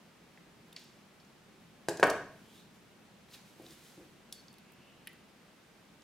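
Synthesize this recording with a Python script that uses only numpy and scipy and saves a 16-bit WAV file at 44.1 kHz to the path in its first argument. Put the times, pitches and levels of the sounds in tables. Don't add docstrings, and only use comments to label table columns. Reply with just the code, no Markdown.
import sys
import numpy as np
from scipy import signal
from scipy.fft import rfft, irfft, next_fast_len
from scipy.io import wavfile

SR = 44100
rng = np.random.default_rng(int(sys.argv[2]) if len(sys.argv) > 2 else 0)


def voltage_ratio(decibels):
    exponent = np.asarray(decibels, float) / 20
    return 10 ** exponent


def dump(signal):
    limited = np.clip(np.atleast_2d(signal).T, -1, 1)
    pcm = np.round(limited * 32767).astype(np.int16)
    wavfile.write(sys.argv[1], SR, pcm)


N = 266187

# (frequency [Hz], density [dB per Hz])
AIR_COLOUR = [(13, -57), (22, -21.5), (116, -8), (141, -3), (213, -0.5), (266, -6.5), (381, -7.5), (463, -10),
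              (1290, -15), (2370, -17), (2960, -18.5), (15200, -34), (16500, -43)]
# (time [s], level [dB])
DRAUGHT = [(0.0, -68.5), (0.57, -65.5), (1.11, -68), (2.2, -64), (2.82, -66.5), (4.89, -65.5), (5.61, -69),
           (6.04, -67)]
# (frequency [Hz], likeness [0-1])
AIR_ALIKE = [(60, 0.855), (180, 0.88), (550, 0.62), (1650, 0.53), (4970, 0.36), (15000, 0.029)]

# (frequency [Hz], t60 [s])
WALLS_T60 = [(100, 0.87), (400, 0.45), (2000, 0.53), (6000, 0.53), (14000, 0.27)]
# (frequency [Hz], likeness [0-1])
WALLS_ALIKE = [(100, 0.99), (600, 0.99), (2000, 0.86), (5000, 0.25), (14000, 0.064)]

# (frequency [Hz], density [dB per Hz])
CLOTH = [(710, -14), (1200, -4.5), (1700, -4), (3740, -1), (4550, -2.5), (10700, -6), (15000, -9),
         (16000, -14)]
# (peak time [s], level [dB], swell [dB per s], fade [dB per s])
STROKES = [(2.36, -85, 47, 61), (2.58, -64.5, 52, 196.5), (2.76, -71, 338, 340), (3.344, -53.5, 335, 440),
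           (3.482, -66.5, 160, 191), (3.65, -66, 119, 103), (3.726, -58.5, 318, 897),
           (3.86, -61.5, 72, 55.5)]
# (peak time [s], level [dB], swell [dB per s], fade [dB per s])
STRAP_PULLS = [
    (2.6, -66, 68, 250),
    (4.86, -69, 30, 37),
]
# (time [s], centre [Hz])
STRAP_PITCH = [(2.45, 3020), (2.64, 4000), (4.65, 2533), (4.9, 2850), (5.1, 2850)]

# (frequency [Hz], width [Hz], level [dB])
HANDLE_MODES = [(148, 61, 8), (233, 13, -2), (338, 32, 9), (410, 33, 7.5), (496, 47, 5.5), (626, 66, 3.5),
                (847, 27, -3), (1300, 1200, -27), (1597, 143, 4), (2490, 180, -1), (2850, 160, -12)]
HEAD_MODES = [(123, 41, -1.5), (178, 43, -2), (298, 21, 1.5), (379, 35, -5.5), (453, 28, 3.5),
              (518, 80, -6.5), (642, 81, 7.5), (724, 44, -12), (961, 160, -12), (1078, 140, -0.5),
              (2090, 165, -10), (1546, 120, 3.5), (2320, 150, -9), (2900, 340, -8.5)]
# (frequency [Hz], width [Hz], level [dB])
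PALM_MODES = [(152, 84, -8), (323.4, 19.5, 2.5), (518, 16, -8), (784, 240, -14)]
# (time [s], peak level [dB])
HANDLE_BLOWS = [
    (1.8855, -17),
    (1.914, -26.5),
    (1.9971, -23),
]
HEAD_BLOWS = [
    (2.027, -21),
    (2.0294, -3.5),
    (2.0316, -8.5),
    (2.0348, -7),
    (2.044, -20),
    (2.049, -18),
    (2.068, -20),
    (2.093, -24),
    (2.101, -24.5),
    (2.113, -26),
]
HAND_BLOWS = [(3.598, -41.5), (3.621, -48.5), (3.644, -47.5), (3.978, -46), (3.998, -44), (4.024, -56)]

# (frequency [Hz], level [dB], t60 [s])
STEEL = [(1990, -5.5, .25), (3473, 3, .07), (4460, -4.5, 0.39), (4990, -14, .08), (5890, -18.5, .12),
         (7250, -12, 0.097), (8500, -12, .04), (10400, -1, .05)]
# (time [s], peak level [dB],
# centre [Hz])
TICKS = [(.681, -59, 11000), (.729, -49.5, 10300), (.794, -54, 12000), (.803, -58, 11000),
         (.817, -57, 11000), (.84, -52, 12000), (3.415, -56, 8000), (3.622, -51, 11000),
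         (3.664, -44.5, 3500), (3.707, -48, 5000), (4.528, -53.5, 10000), (4.539, -54, 9000),
         (4.584, -53, 10400), (4.72, -52, 13300), (4.735, -56, 12980), (5.0768, -41, 2600),
         (5.091, -54, 11500), (5.13, -54, 12500), (6.02, -55, 4500)]
# (time [s], peak level [dB], centre [Hz])
RATTLES = [(1.885, -24, 5150), (1.892, -31, 5400), (1.906, -41, 5800), (1.93, -47, 5500),
           (1.971, -36.5, 4900), (1.998, -35.5, 5970), (2.029, -22.5, 4220), (2.038, -27.5, 6000),
           (2.069, -36.5, 10000), (2.096, -38, 6900), (2.099, -28, 6000)]
# (time [s], peak level [dB], centre [Hz])
CLINKS = [(.3738, -46.5, 2000), (.727, -48, 3600), (1.2, -53.5, 4200), (1.249, -58, 5470),
          (4.404, -52, 4300), (4.4824, -45.5, 4800), (4.54, -56, 3900), (4.583, -49.5, 3900)]
# (time [s], peak level [dB], centre [Hz])
SCUFFS = [(3.285, -57.5, 2900), (3.312, -53, 4000), (3.336, -47.5, 3400), (3.342, -45.5, 3800),
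          (3.35, -48, 2600), (3.38, -52, 3300)]
# (spread [octaves], t60 [s], ring level [dB])
TICK, RATTLE, CLINK, SCUFF = (0.52, 0.015, -35), (0.73, 0.031, -32), (0.36, 0.018, -18), (0.47, 0.051, -37)
# (centre [Hz], peak level [dB], spread [octaves], t60 [s], ring level [dB])
RELEASE = [(4330, -32, 0.3, 0.012, -33), (2340, -46, .35, 0.061, -30), (8000, -46, .56, .014, -30),
           (4300, -47.5, 0.61, 0.62, -30)]
PICKUP = [(4500, -36.5, 0.24, 0.013, -17), (3420, -42, 0.11, 0.017, -16), (7100, -43.5, 0.17, .02, 3),
          (11000, -39, .4, .015, -5), (6000, -50, 0.88, 0.46, -23)]
BITE = [(10980, -36, 0.13, .016, -22), (14560, -38, 0.36, 0.0081, -32), (2600, -37.5, 0.46, 0.02, -43),
        (1890, -41, 0.12, 0.017, -5), (6000, -48, 0.54, 0.01, -30), (2600, -57, .8, .4, -30)]
RELEASE_S, PICKUP_S, BITE_S = 0.7635, 4.3252, 5.072


def unit(x):
    return x / np.sqrt(np.mean(x ** 2) + 1e-20)


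def along(points, hz):
    f, value = np.transpose(points)
    return np.interp(np.log(hz + 1), np.log(f + 1), value)


def curve(rows):
    s, value = np.transpose(rows)
    return np.interp(np.arange(N) / SR, s, value)


def filtered(x, response):
    n = x.shape[-1]
    size = next_fast_len(n + 8192)
    return irfft(rfft(x, size) * response(np.fft.rfftfreq(size, 1 / SR)), size)[..., :n]


def paired(pair, alike, spectrum=((1, 0),)):
    def mid_side_gain(hz):
        turn = np.arccos(np.clip(along(alike, hz), -1, 1)) / 2
        return voltage_ratio(along(spectrum, hz)) * [np.cos(turn), np.sin(turn)]

    mid, side = filtered(pair, mid_side_gain)
    return np.array([mid + side, mid - side])


def add(track, s, sound):
    start = round(s * SR)
    track[start:][:len(sound)] += sound[:N - start]


def strokes(rows):
    t = np.arange(N) / SR
    gain = np.zeros(N)
    for s, db, swell, fade in rows:
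        gain += voltage_ratio(db - np.where(t < s, swell * (s - t), fade * (t - s)))
    return gain


def ports(x, lead_us, pan_db):
    sides = np.array([[1], [-1]])
    return filtered(x * voltage_ratio(sides * pan_db / 2), lambda hz: np.exp(1j * np.pi * hz * lead_us * 1e-6 * sides))


def air():
    noise = unit(paired(rng.standard_normal((2, N)), AIR_ALIKE, AIR_COLOUR))
    rumble = filtered(noise, lambda hz: 1 / (1 + (hz / 400) ** 4))
    return voltage_ratio(-60) * (noise - rumble) + voltage_ratio(curve(DRAUGHT) + 7) * rumble


def walls(x):
    out, step = np.zeros((2, N + SR)), SR // 20
    for i in range(0, N, step):
        piece = x[None, i:i + step]
        if np.abs(piece).max() <= voltage_ratio(-66):
            continue
        hz, t, z = signal.stft(rng.standard_normal((2, SR * 2 // 3)), SR, nperseg=256)
        decay = voltage_ratio(-60 * t / along(WALLS_T60, hz)[:, None])
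        tail = signal.istft(z * decay, SR, nperseg=256)[1]
        tail = tail * np.clip(np.arange(tail.shape[1]) / SR / 0.007, 0, 1)
        wet = signal.fftconvolve(piece, tail / np.linalg.norm(tail[0]), axes=1)
        out[:, i:i + wet.shape[1]] += wet
    return paired(out[:, :N], WALLS_ALIKE, [(100, 1), (5000, 0.19), (12000, 0.79)])


def brushing():
    grain = rng.standard_normal(N) * voltage_ratio(5.2 * rng.standard_normal(N))
    return voltage_ratio(-1) * strokes(STROKES) * unit(filtered(grain, lambda hz: voltage_ratio(along(CLOTH, hz))))


def strap_slide():
    a, b = filtered(rng.standard_normal((2, N)), lambda hz: 1 / (1 + (hz / 260) ** 2))
    phase = 2 * np.pi * np.cumsum(curve(STRAP_PITCH)) / SR
    return strokes(STRAP_PULLS) * unit(a * np.cos(phase) + b * np.sin(phase))


def thud(contact_ms, modes):
    t_ms = np.arange(SR // 4) / SR * 1000
    push = np.sin(np.pi * np.minimum(t_ms / contact_ms, 1)) ** 2
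    spot_db = rng.normal(0, 1.5, 20)

    def top(f):
        return sum(voltage_ratio(db + spot) * 1j * f * width / (hz * hz - f * f + 1j * f * width)
                   for (hz, width, db), spot in zip(modes, spot_db))

    def radiation(f):
        return (1j * f / 150 / (1 + 1j * f / 150)) ** 3

    sound = filtered(filtered(push, top), radiation)
    return sound / np.abs(sound).max()


def table():
    out = np.zeros(N)
    softer = 0.25
    for blows, modes, hard_ms in ((HANDLE_BLOWS, HANDLE_MODES, 0.51),
                                  (HEAD_BLOWS, HEAD_MODES, 0.46),
                                  (HAND_BLOWS, PALM_MODES, 1.6)):
        hardest_db = max(db for s, db in blows)
        for s, db in blows:
            add(out, s, voltage_ratio(db) * thud(hard_ms * voltage_ratio(hardest_db - db) ** softer, modes))
    return out


def touches():
    contacts = []
    for rows, kind in ((TICKS, TICK), (RATTLES, RATTLE), (CLINKS, CLINK), (SCUFFS, SCUFF)):
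        contacts += [(*row, *kind) for row in rows]
    for s, zones in ((RELEASE_S, RELEASE), (PICKUP_S, PICKUP), (BITE_S, BITE)):
        contacts += [(s, db, hz, *rest) for hz, db, *rest in zones]
    return contacts


def pliers():
    out, t = np.zeros(N), np.arange(SR // 3) / SR
    for s, db, centre, octaves, t60, ring_db in touches():
        def near(f):
            return np.exp(-0.5 * (np.log2((f + 1) / centre) / octaves) ** 2)

        spray = filtered(rng.standard_normal(len(t)), near)
        spray = spray * voltage_ratio(-60 * t / t60) * (1 - np.exp(-t / 0.0005))
        spray = spray / np.abs(spray).max()
        ring = np.zeros(len(t))
        for f, mode_db, life in STEEL:
            level = near(f) * voltage_ratio(mode_db + rng.normal(0, 1.44) - 60 * t / life)
            ring += level * np.sin(2 * np.pi * f * t)
        flutter = unit(filtered(rng.standard_normal(len(t)), lambda f: 1 / (1 + (f / 60) ** 2)))
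        ring = ring * (1 + 0.75 * flutter)
        add(out, s, voltage_ratio(db) * (spray + voltage_ratio(ring_db) * ring))
    return out


def scene():
    top, steel, soft = table(), pliers(), brushing() + strap_slide()
    t = np.arange(N) / SR
    on_table = (t >= 1.5) & (t <= 4.2)
    lying, held = steel * on_table, steel * ~on_table
    near = ports(top + lying, lead_us=17, pan_db=0.3) + ports(held + soft, lead_us=14, pan_db=-0.6)
    screened = filtered(held, lambda hz: voltage_ratio(-8.5) / (1 + (hz / 7000) ** 2))
    to_walls = voltage_ratio(-5) * top + voltage_ratio(-8.5) * lying + screened + voltage_ratio(-4.5) * soft
    return near + walls(to_walls) + air()


def roll_off(x):
    return signal.sosfilt(signal.butter(12, 16810, fs=SR, output="sos"), x)


def record(dry):
    mix = filtered(dry, lambda hz: 1 / (1 + (hz / 16300) ** 60))
    return roll_off(mix)


dry = scene()
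out = record(dry)
dump(out)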